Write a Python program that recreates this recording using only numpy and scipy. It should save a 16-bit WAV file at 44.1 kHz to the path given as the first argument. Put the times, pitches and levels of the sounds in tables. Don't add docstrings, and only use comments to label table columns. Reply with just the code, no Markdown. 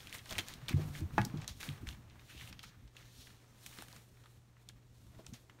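import sys
import numpy as np
from scipy import signal
from scipy.fft import rfft, irfft, next_fast_len
from scipy.io import wavfile
from scipy.ndimage import uniform_filter1d

SR = 44100
rng = np.random.default_rng(int(sys.argv[2]) if len(sys.argv) > 2 else 0)


def store_pcm(level_fs):
    pcm = np.round(np.clip(level_fs, -1, 1) * 32767).astype(np.int16)
    wavfile.write(sys.argv[1], SR, np.atleast_2d(pcm).T)


def voltage_ratio(decibels):
    exponent = np.asarray(decibels, float) / 20
    return 10 ** exponent


N = 246959

# peak_s, level_db, rise_ms, fall_ms, stack_drag_db
SHUFFLES = [(.06, -61.5, 210, 390, -1), (0.316, -49, 39, 145, -2), (.495, -52.5, 41, 66, -5),
            (.67, -62.5, 460, 37, 1.5), (0.819, -55.5, 84, 123, 5), (0.956, -54, 45, 104, -4),
            (1.193, -62.5, 270, 190, 0), (1.428, -61.5, 350, 79, 6.5), (1.643, -55, 27, 275, 0),
            (2.218, -66.5, 370, 57, 0.5), (2.31, -67.5, 94, 450, -4), (2.4, -63.5, 77, 310, -8),
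            (.72, -55, 28, 47, 3), (2.49, -68.5, 140, 120, 4.5), (3.278, -71.5, 25, 790, 2.5),
            (3.55, -79, 370, 300, -11), (3.795, -63.5, 270, 190, -3), (3.981, -64, 260, 75, -1.5),
            (4.262, -77, 530, 320, -15), (4.52, -83, 48, 91, -4), (4.6, -77, 82, 120, 0),
            (4.77, -77, 40, 150, -5.5), (5.509, -73, 24, 83, 1), (5.15, -72, 80, 37, 1),
            (2.45, -69, 56, 140, -6), (5.2, -70.5, 126, 89, 5), (5.597, -75.5, 130, 100, 5)]
# peak_s, level_db, rise_ms, fall_ms, fibre_share_db
BRUSHES = [(.05, -63.5, 400, 470, -1.5), (.314, -55, 105, 160, -1.5), (.495, -54, 106, 100, -6.5),
           (.82, -61, 280, 88, -4.5), (.958, -61.5, 100, 110, -3.5), (1.0, -60.5, 200, 14, 0),
           (1.191, -59, 74, 220, -7), (1.428, -60.5, 77, 91, -30), (1.57, -66, 94, 68, -3),
           (1.646, -55.5, 63, 150, -0.5), (2.3, -63.5, 110, 290, -3.5), (2.499, -63, 260, 13, 0.5),
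           (2.68, -62.5, 170, 65, -10), (3.212, -60.5, 240, 254, -3.5), (3.67, -61, 100, 120, 0.5),
           (3.795, -62, 300, 180, 0.5), (3.96, -67.5, 270, 230, 1.5), (4.3, -75, 370, 210, 1),
           (4.62, -79, 110, 120, -1), (4.975, -76, 180, 900, -1), (5.285, -68.5, 76, 70, -1),
           (5.2, -67.5, 60, 60, -6), (2.399, -61, 100, 93, -3.5), (4.71, -75.5, 25, 60, -11.5),
           (5.41, -75.5, 60, 72, 1)]
# peak_s, level_db, fall_ms, crisp_share_db, fibre_share_db
JERKS = [(0.143, -51, 65, -3, -0.5), (0.387, -35.5, 28.6, -10, -13), (0.689, -40.5, 40, -3.5, -26),
         (1.485, -60, 61, 11.5, 3), (1.607, -53, 74, -0.5, -2), (1.878, -58.5, 125, -2.5, -5),
         (2.633, -60.5, 57, 5.5, -1.5), (2.718, -72, 400, -14, -27), (2.981, -66, 280, 0, -8),
         (4.695, -61, 21, -10.5, -27), (2.691, -67.5, 21, 5, -10), (5.341, -62.5, 73, 3, -2)]
# sheet_db, crisp_db, fibres_db, stack_db
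RESTING_DB = (-81.5, -84.5, -99, -76.5)
# hz, level_db_per_hz
SHEET_COLOUR = [(300, -41), (1000, -8), (1700, 2), (2500, -1), (3500, -6.5), (5000, -10), (8000, -18)]
CRISP_COLOUR = [(2000, -7), (3500, 4), (5000, 2), (7000, -2), (9000, -33.5), (12000, -58.5)]
FIBRE_COLOUR = [(4000, -21), (7500, 1.5), (9500, 4.5), (12500, 0.5), (15800, -3)]
STACK_COLOUR = [(200, 0), (450, -8), (800, -8), (1300, -10), (2500, -50)]
# peak_s, level_db, rise_ms, fall_ms, pitch_hz
CUPPED = [
    (2.3, -58.5, 31, 170, 2540),
    (2.385, -57, 61, 190, 2960),
    (3.5, -77, 190, 130, 5900),
    (2.74, -69.5, 130, 100, 1400),
    (3.22, -63, 98, 90, 4300),
    (3.4, -78, 60, 22, 3200),
    (4.2, -73, 20, 80, 1600),
    (2.3, -60, 23, 60, 1700),
]
# start_s, peak_db, centre_hz, treble_share_db, breadth_octaves
TEARS = [(0.1271, -31.5, 2740, -9, 0.58), (.184, -40, 4250, -8, 0.42), (0.3823, -22, 2550, -6, 0.83),
         (0.6834, -27.5, 3660, -14, 0.3), (0.6917, -30, 1700, 2, 0.85), (0.728, -38, 2140, -21, 0.29),
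         (1.0067, -44, 4540, -23, 0.76), (1.1812, -34, 4280, -22.5, .5), (1.4198, -40, 1640, -26, 1),
         (1.871, -37, 2260, -35, 0.94), (2.4115, -38.5, 2200, -29, 0.4), (2.5274, -38, 2400, -19, 0.79),
         (2.5927, -39, 2480, -21, 0.57), (2.631, -41.5, 3500, -20, 0.9), (2.9669, -43, 2870, -20, 0.43),
         (3.6631, -30.5, 2380, 1, .99), (3.7868, -36, 1700, -26, .99), (3.884, -38.5, 2050, -9, 0.94),
         (4.2582, -50.5, 1320, -24.5, 0.39), (5.3362, -41.5, 6140, -16, 0.24),
         (5.4974, -44.5, 1850, -22, 0.84)]
# start_s, peak_db, centre_hz, treble_share_db, breadth_octaves
SNAPS = [(0.0716, -34.5, 2950, -18, 0.38), (0.1502, -35.5, 2240, -28, 0.38), (.258, -37.5, 3500, -22, 0.79),
         (0.3088, -30, 3540, -17, 0.28), (.3256, -28.5, 4170, -21, 0.65), (0.357, -39, 2000, -23, 0.65),
         (0.388, -22.5, 3060, -21, 0.41), (0.4846, -30, 3710, -5, 0.95), (0.5384, -33.5, 3960, -11, 0.57),
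         (0.975, -42, 3270, -21, 0.3), (1.216, -26.5, 2120, -15, 0.74), (1.2508, -22.5, 4850, -5.5, 0.26),
         (1.444, -39.5, 1880, -26, 1.1), (1.4785, -23, 5040, -34, 0.69), (1.63, -30, 2220, -24, 0.96),
         (1.69, -27.5, 2780, -19, 0.42), (1.8888, -28.5, 2550, -32, 0.94), (1.911, -40.5, 3250, -12, 0.27),
         (2.4756, -36, 2400, -15, 0.45), (3.8229, -31, 4000, 0, 0.85), (0.695, -29.5, 2400, -16, 0.33),
         (.707, -46, 3200, -19, 0.55), (.718, -44, 2200, -20, 0.53), (2.5926, -38.5, 4500, -19, 0.27),
         (2.967, -43.5, 3280, -16, 0.84), (3.8236, -40.5, 960, -42, 0.69), (3.7883, -46, 854, -40, .6),
         (5.267, -40.5, 1884, -42, 1.1), (4.689, -39.5, 6360, -30, 0.47), (.152, -43, 6500, -10, 0.3),
         (3.928, -39, 4700, -17, 0.5), (4.6887, -37.5, 3500, -19, 0.35), (5.2655, -35.5, 5600, -21.5, 0.47)]
# start_s, peak_db, centre_hz
TICKS = [(.0044, -43, 3280), (0.095, -44, 3980), (0.191, -40.5, 2330), (0.292, -42, 3260),
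         (0.99, -46.5, 4500), (1.927, -47, 2840), (1.2982, -45.5, 1520), (1.373, -44.5, 3660),
         (1.605, -45, 2260), (2.195, -48.5, 2600), (2.8772, -54, 3500), (3.271, -47, 1860),
         (3.7278, -49, 1880), (3.7748, -49.5, 1500), (3.964, -48.5, 1650), (4.238, -55, 3300),
         (0.03, -51, 3600), (0.082, -47, 2100), (0.133, -39.5, 3500), (0.2603, -45.5, 1900),
         (0.373, -47, 3500), (.397, -32.5, 3540), (0.616, -51, 1500), (0.7965, -49, 903),
         (0.952, -37.5, 2090), (1.108, -49.5, 1080), (1.3423, -54, 840), (1.78, -51, 1800),
         (1.947, -54, 1350), (2.0985, -53, 3600), (2.108, -54, 2500), (2.157, -55, 1340),
         (2.378, -47, 3790), (2.49, -60, 3000), (2.6372, -43, 1730), (2.9546, -57, 1040),
         (3.027, -50, 2020), (3.3046, -52, 1660), (3.6106, -54, 5300), (3.81, -43, 2600),
         (3.916, -53, 1690), (3.933, -52, 1000), (3.963, -47, 5500), (4.172, -57, 1540), (4.2403, -57, 910),
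         (4.266, -58, 2470), (4.567, -58, 1630), (4.7595, -66, 1190), (5.246, -58, 1810),
         (5.588, -57, 1500), (5.596, -61, 2000)]
# start_s, peak_db, centre_hz, treble_share_db, breadth_octaves
MORE_SNAPS = [(.2948, -41, 2700, -15, .4), (.3265, -35, 2200, -18, .5), (.3312, -34, 3000, -6, 0.53),
              (0.3538, -35, 2400, -23, .6), (.3905, -27, 2830, -15, 0.69), (0.3942, -25, 2500, -20, 0.6),
              (0.4076, -33, 3000, -18, .7), (1.2487, -40, 4500, -11, .3), (1.416, -44, 6000, -18, 0.35),
              (1.612, -38, 2610, -25, 0.43), (1.635, -34, 2000, -22, 0.59), (.3, -36, 5000, -10, .6),
              (4.699, -49, 2190, -21.5, .6), (5.5005, -51, 2196, -27, 0.35), (4.259, -56, 3400, -28, 0.21)]
# start_s, peak_db, pitch_hz, push_ms, t60_s
THUMPS = [(0.364, -44, 96, 24, 0.25), (0.623, -44.5, 135, 16, 0.073), (0.735, -26.5, 92.4, 26, 0.18),
          (0.739, -28, 140.6, 42, 0.054), (.795, -36, 150.4, 38, 0.22), (1.01, -43, 114, 12, .08),
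          (1.298, -45, 131, 13, 0.091), (1.223, -41, 150, 20, 0.077), (0.876, -45.5, 145.3, 110, 0.15),
          (1.017, -33, 86.2, 41, 0.09), (1.013, -43, 143, 23, 0.15), (1.091, -46, 77, 16, 0.088),
          (1.192, -27.5, 116.4, 16.5, 0.18), (1.183, -32, 198, 16, 0.2), (1.193, -47, 52, 11, 0.57),
          (1.338, -38, 151.8, 57, 0.07), (1.371, -41, 102, 22, 0.11), (1.501, -40, 66, 12, 0.077),
          (1.684, -37, 143, 17, 0.18), (1.691, -45.5, 97.5, 40, .15), (1.828, -36, 87, 6.2, 0.039),
          (1.864, -38.5, 58, 15, 0.16), (2.064, -49, 92, 17, 0.081), (2.35, -47.5, 66.6, 18, 0.16),
          (2.839, -51.5, 53.5, 30, 0.15), (5.321, -44.5, 119, 8.9, 0.18)]
# start_s, peak_db, centre_hz, spread_octaves, push_ms
PATS = [(0.305, -44, 606, 0.85, 17), (0.384, -47, 330, 0.54, 4.3), (0.707, -35.5, 260, 0.46, 2.9),
        (0.735, -30.5, 233, 0.36, 7.6), (.776, -37, 350, 0.48, 14), (1.011, -41, 301, 0.13, 10.5),
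        (1.257, -39.5, 237, 0.2, 7), (1.339, -33, 230, 0.54, 4.9), (1.677, -40.5, 250, 0.23, 12),
        (1.825, -44.5, 274, 0.23, 8.7), (2.344, -49, 250, 0.6, 8.4), (3.783, -48, 284, 0.64, 8.5),
        (5.188, -45, 450, 0.82, 4.6), (5.197, -54.5, 706, 0.27, 5), (5.321, -45.5, 230, 0.21, 3.4)]
# hz, level_db, t60_s
POOL_MODES = [(197.4, 9.5, 0.05), (250, 3.5, 0.11), (321, 4.5, 0.12), (350, 4, 0.11), (397, 1.5, 0.078),
              (502, 0.5, 0.058), (632, 8, 0.071), (734, 1, 0.016), (1040, 7.5, 0.049)]
# start_s, peak_db
KNOCKS = [
    (1.1798, -22.5),
    (1.181, -12),
]
# hz, level_db, t60_s
RIM_MODES = [(1090, 14.5, 0.0092), (336.6, -5, 0.076), (415, 4, 0.025), (532, 3.5, 0.018),
             (710, -6.5, 0.05), (840, 3.5, 0.035), (932, 0, 0.018), (1259, -2.5, 0.036), (1400, -6, 0.06),
             (1666, -3, 0.067), (1900, -8, .06), (2230, -8, 0.05), (2557, -10, 0.052), (3500, -17.5, 0.012)]
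# hz, level_db_per_hz
RATTLE_COLOUR = [(400, -22.5), (750, 6.5), (1400, -4.5), (2500, -12.5), (4000, -36)]
# time_s, level_db
SHIFT = [(0.0, -66), (0.09, -61), (0.69, -58), (0.86, -47.5), (1.32, -53.5), (1.48, -54), (1.79, -53.5),
         (2.09, -60.5), (2.34, -62), (2.57, -57), (3.32, -66), (4.6, -65), (4.73, -62), (5.19, -63.5),
         (5.6, -69)]
# hz, level_db_per_hz
FLEX_COLOUR = [(20, -15), (45, 0.5), (90, 1), (150, -3), (300, -12.5), (500, -42.5)]
# hz, level_db_per_hz
AIR_COLOUR = [(15, -83), (30, -8.5), (55, 5), (150, -9.5), (400, -7.5), (1500, -26.5), (3000, -30),
              (7000, -24.5), (16000, -36)]
# hz, level_db
HUM = (119.9, -64)
# hz, t60_s
WALLS = [(100, 1), (500, 0.2), (2000, 0.23), (6000, 0.059), (14000, 0.22)]
# hz, gain_db
MIC = [(4300, 0), (4900, -3), (5500, 0), (9700, 0), (10500, -6), (11300, 0), (15700, 0), (15900, -20),
       (16500, -24), (16700, -60)]


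def slide(slips_per_s=4500, spread_db=1.1, hiss=2.0, clump_db=1.0):
    slip_gain = voltage_ratio(spread_db * np.minimum(rng.exponential(1, N), 4))
    slips = slip_gain * (rng.random(N) < slips_per_s / SR)
    rub = evened(slips * rng.standard_normal(N)) + hiss * rng.standard_normal((4, N))
    rub *= voltage_ratio(clump_db * wander(0.013))

    sheet = [row[:4] for row in SHUFFLES]
    crisp = [row[:4] for row in BRUSHES]
    fibres = [(s, db + share_db, rise, fall) for s, db, rise, fall, share_db in BRUSHES]
    slower = 1.7
    stack = [(s, db + drag_db, slower * rise, slower * fall)
             for s, db, rise, fall, drag_db in SHUFFLES]
    for s, db, fall, crisp_db, fibre_db in JERKS:
        rise = 0.2 * fall
        sheet.append((s, db, rise, fall))
        crisp.append((s, db + crisp_db, rise, fall))
        fibres.append((s, db + fibre_db, rise, fall))
        stack.append((s, db - 4.5, rise, fall))

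    motions = (sheet, crisp, fibres, stack)
    colours = (SHEET_COLOUR, CRISP_COLOUR, FIBRE_COLOUR, STACK_COLOUR)
    out = np.zeros(N)
    for grain, rows, rest_db, points in zip(rub, motions, RESTING_DB, colours):
        out += strokes(rows, rest_db) * colour(grain, points)
    return out


def cupped(skirt_db=-10):
    grain = voltage_ratio(1.6 * wander(0.0025)) * rng.standard_normal((len(CUPPED), N))
    half_octave = np.sqrt(2)
    out = np.zeros(N)
    for (*stroke, hz), rub in zip(CUPPED, grain):
        hollow = [(hz / 2, 3 * skirt_db), (hz / half_octave, skirt_db), (hz, 0),
                  (hz * half_octave, skirt_db), (hz * 2, 3 * skirt_db)]
        out += strokes([stroke], -np.inf) * colour(rub, hollow)
    return out


def snaps(treble_hz=6000, front_s=0.0008, settle_s=0.006):
    snap_settle_db = -16
    creases = [(*row, -6.5) for row in TEARS]
    creases += [(*row, snap_settle_db) for row in SNAPS]
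    creases += [(s, db, centre_hz, -39.5, 0.61, -1.5) for s, db, centre_hz in TICKS]
    creases += [(*row, snap_settle_db) for row in MORE_SNAPS]

    out, t = np.zeros(N), np.arange(3000) / SR
    hz = np.fft.rfftfreq(4096, 1 / SR) + 1
    for s, db, centre_hz, treble_db, breadth, settle_db in creases:
        noise = rng.standard_normal(len(t))
        front = (noise + 3.5 * (t == 0)) * np.exp(-t / front_s)
        burst = front + voltage_ratio(settle_db) * noise * np.exp(-t / settle_s)
        body = np.exp(-0.5 * (np.log2(hz / centre_hz) / breadth) ** 2)
        edge = voltage_ratio(treble_db) / (1 + (treble_hz / hz) ** 4) / (1 + (hz / 13000) ** 4)
        snap = np.roll(irfft(rfft(burst, 4096) * (body + edge)), 44)
        add(out, s - 0.001, voltage_ratio(db) * snap / abs(snap).max())
    return out


def thumps(swell_cycles=0.97):
    out, t = np.zeros(N), np.arange(SR // 2) / SR
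    for s, db, hz, push_ms, t60_s in THUMPS:
        swell = np.minimum(t * hz / swell_cycles, 1)
        dying_db = -60 * np.maximum(t - push_ms / 1000, 0) / t60_s
        add(out, s, -voltage_ratio(db + dying_db) * swell * np.sin(2 * np.pi * hz * t))
    return out


def pats(pad_ring=0.76, rise_s=0.0061):
    out, t = np.zeros(N), np.arange(SR // 2) / SR
    hz, mode_db, t60_s = np.transpose(POOL_MODES)[:, :, None]
    for s, db, centre_hz, spread, push_ms in PATS:
        turn = rng.random((len(POOL_MODES), 1))
        share = voltage_ratio(mode_db) * np.exp(-0.5 * (np.log2(hz / centre_hz) / spread) ** 2)
        dying = voltage_ratio(-60 * np.maximum(t - 0.00127 * push_ms, 0) / (pad_ring * t60_s))
        modes = share * dying * np.sin(2 * np.pi * (hz * t + 0.5 * turn))
        pat = modes.sum(0) * np.minimum(t / rise_s, 1)
        add(out, s, voltage_ratio(db) * pat / abs(pat).max())
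    return out


def knock(rattle_db=-3.5, rattle_t60_s=0.098, rise_s=0.0006):
    out, t = np.zeros(N), np.arange(SR // 4) / SR
    ring = sum(voltage_ratio(db - 60 * t / t60_s) * np.sin(2 * np.pi * hz * t) for hz, db, t60_s in RIM_MODES)
    rattle = colour(rng.standard_normal(len(t)), RATTLE_COLOUR)
    ring += voltage_ratio(rattle_db - 60 * t / rattle_t60_s) * rattle
    ring *= np.minimum(t / rise_s, 1)
    for s, db in KNOCKS:
        add(out, s, voltage_ratio(db) * ring / abs(ring).max())
    return out


def shifting():
    s, level_db = np.transpose(SHIFT)
    flex = colour(rng.standard_normal(N), FLEX_COLOUR) * voltage_ratio(5.54 * wander(0.041))
    return voltage_ratio(np.interp(np.arange(N) / SR, s, level_db) - 5.0) * flex


def stillness(air_db=-69.5):
    air = colour(rng.standard_normal(N), AIR_COLOUR) * voltage_ratio(air_db + 2.0 * wander(0.27))
    hum_hz, hum_db = HUM
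    hum_gain = np.sqrt(2) * voltage_ratio(hum_db + 0.81 * wander(0.097))
    return air + hum_gain * np.sin(2 * np.pi * hum_hz * np.arange(N) / SR)


def room(x, gap_s=0.0077):
    taps = np.zeros(SR // 2)
    at = np.arange(0, SR // 2 - 20, 20)
    taps[at + rng.integers(0, 20, len(at))] = rng.choice([-1., 1.], len(at))
    hz, t, z = signal.stft(taps, SR, nperseg=256)
    decay = voltage_ratio(-60 * t / read(WALLS, hz)[:, None])
    tail = signal.istft(z * decay, SR, nperseg=256)[1]
    tail = np.append(np.zeros(int(gap_s * SR)), tail / np.linalg.norm(tail))
    return signal.fftconvolve(x, tail)[:N]


def strokes(rows, rest_db):
    t = np.arange(0, N + 32, 32) / SR
    s, db, rise_ms, fall_ms = np.transpose(rows)[:, :, None]
    away = 1000 * np.maximum((s - t) / np.maximum(rise_ms, 2), (t - s) / np.maximum(fall_ms, 2))
    power = (voltage_ratio(db - 20 * away) ** 2).sum(0) + voltage_ratio(rest_db) ** 2
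    return np.interp(np.arange(N) / SR, t, np.sqrt(power))


def wander(seconds):
    size = max(int(seconds * SR), 2)
    return evened(uniform_filter1d(uniform_filter1d(rng.standard_normal(N), size), size))


def colour(x, points):
    size = next_fast_len(len(x))
    gain = voltage_ratio(read(points, np.fft.rfftfreq(size, 1 / SR)))
    return evened(irfft(rfft(x, size) * gain, size)[:len(x)])


def evened(x):
    return x / np.sqrt(np.mean(x ** 2) + 1e-20)


def read(points, hz):
    f, value = np.transpose(points)
    return np.interp(np.log(hz + 1), np.log(f + 1), value)


def add(mix, s, sound):
    part = mix[max(round(s * SR), 0):][:len(sound)]
    part += sound[:len(part)]


def scene():
    crackle, rap = snaps(), knock()
    echo = room(voltage_ratio(-13) * crackle + voltage_ratio(-13.5) * rap)
    paper = slide() + cupped() + crackle
    pool = thumps() + pats() + rap + shifting()
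    return (paper + pool + echo + stillness())[None]


def low_pass(x):
    return signal.sosfilt(signal.butter(12, 16650, fs=SR, output="sos"), x)


def record(dry):
    size = next_fast_len(N)
    port = voltage_ratio(read(MIC, np.fft.rfftfreq(size, 1 / SR)))
    heard = irfft(rfft(dry, size) * port, size)[:, :N]
    return low_pass(heard)


dry = scene()
out = record(dry)
store_pcm(out)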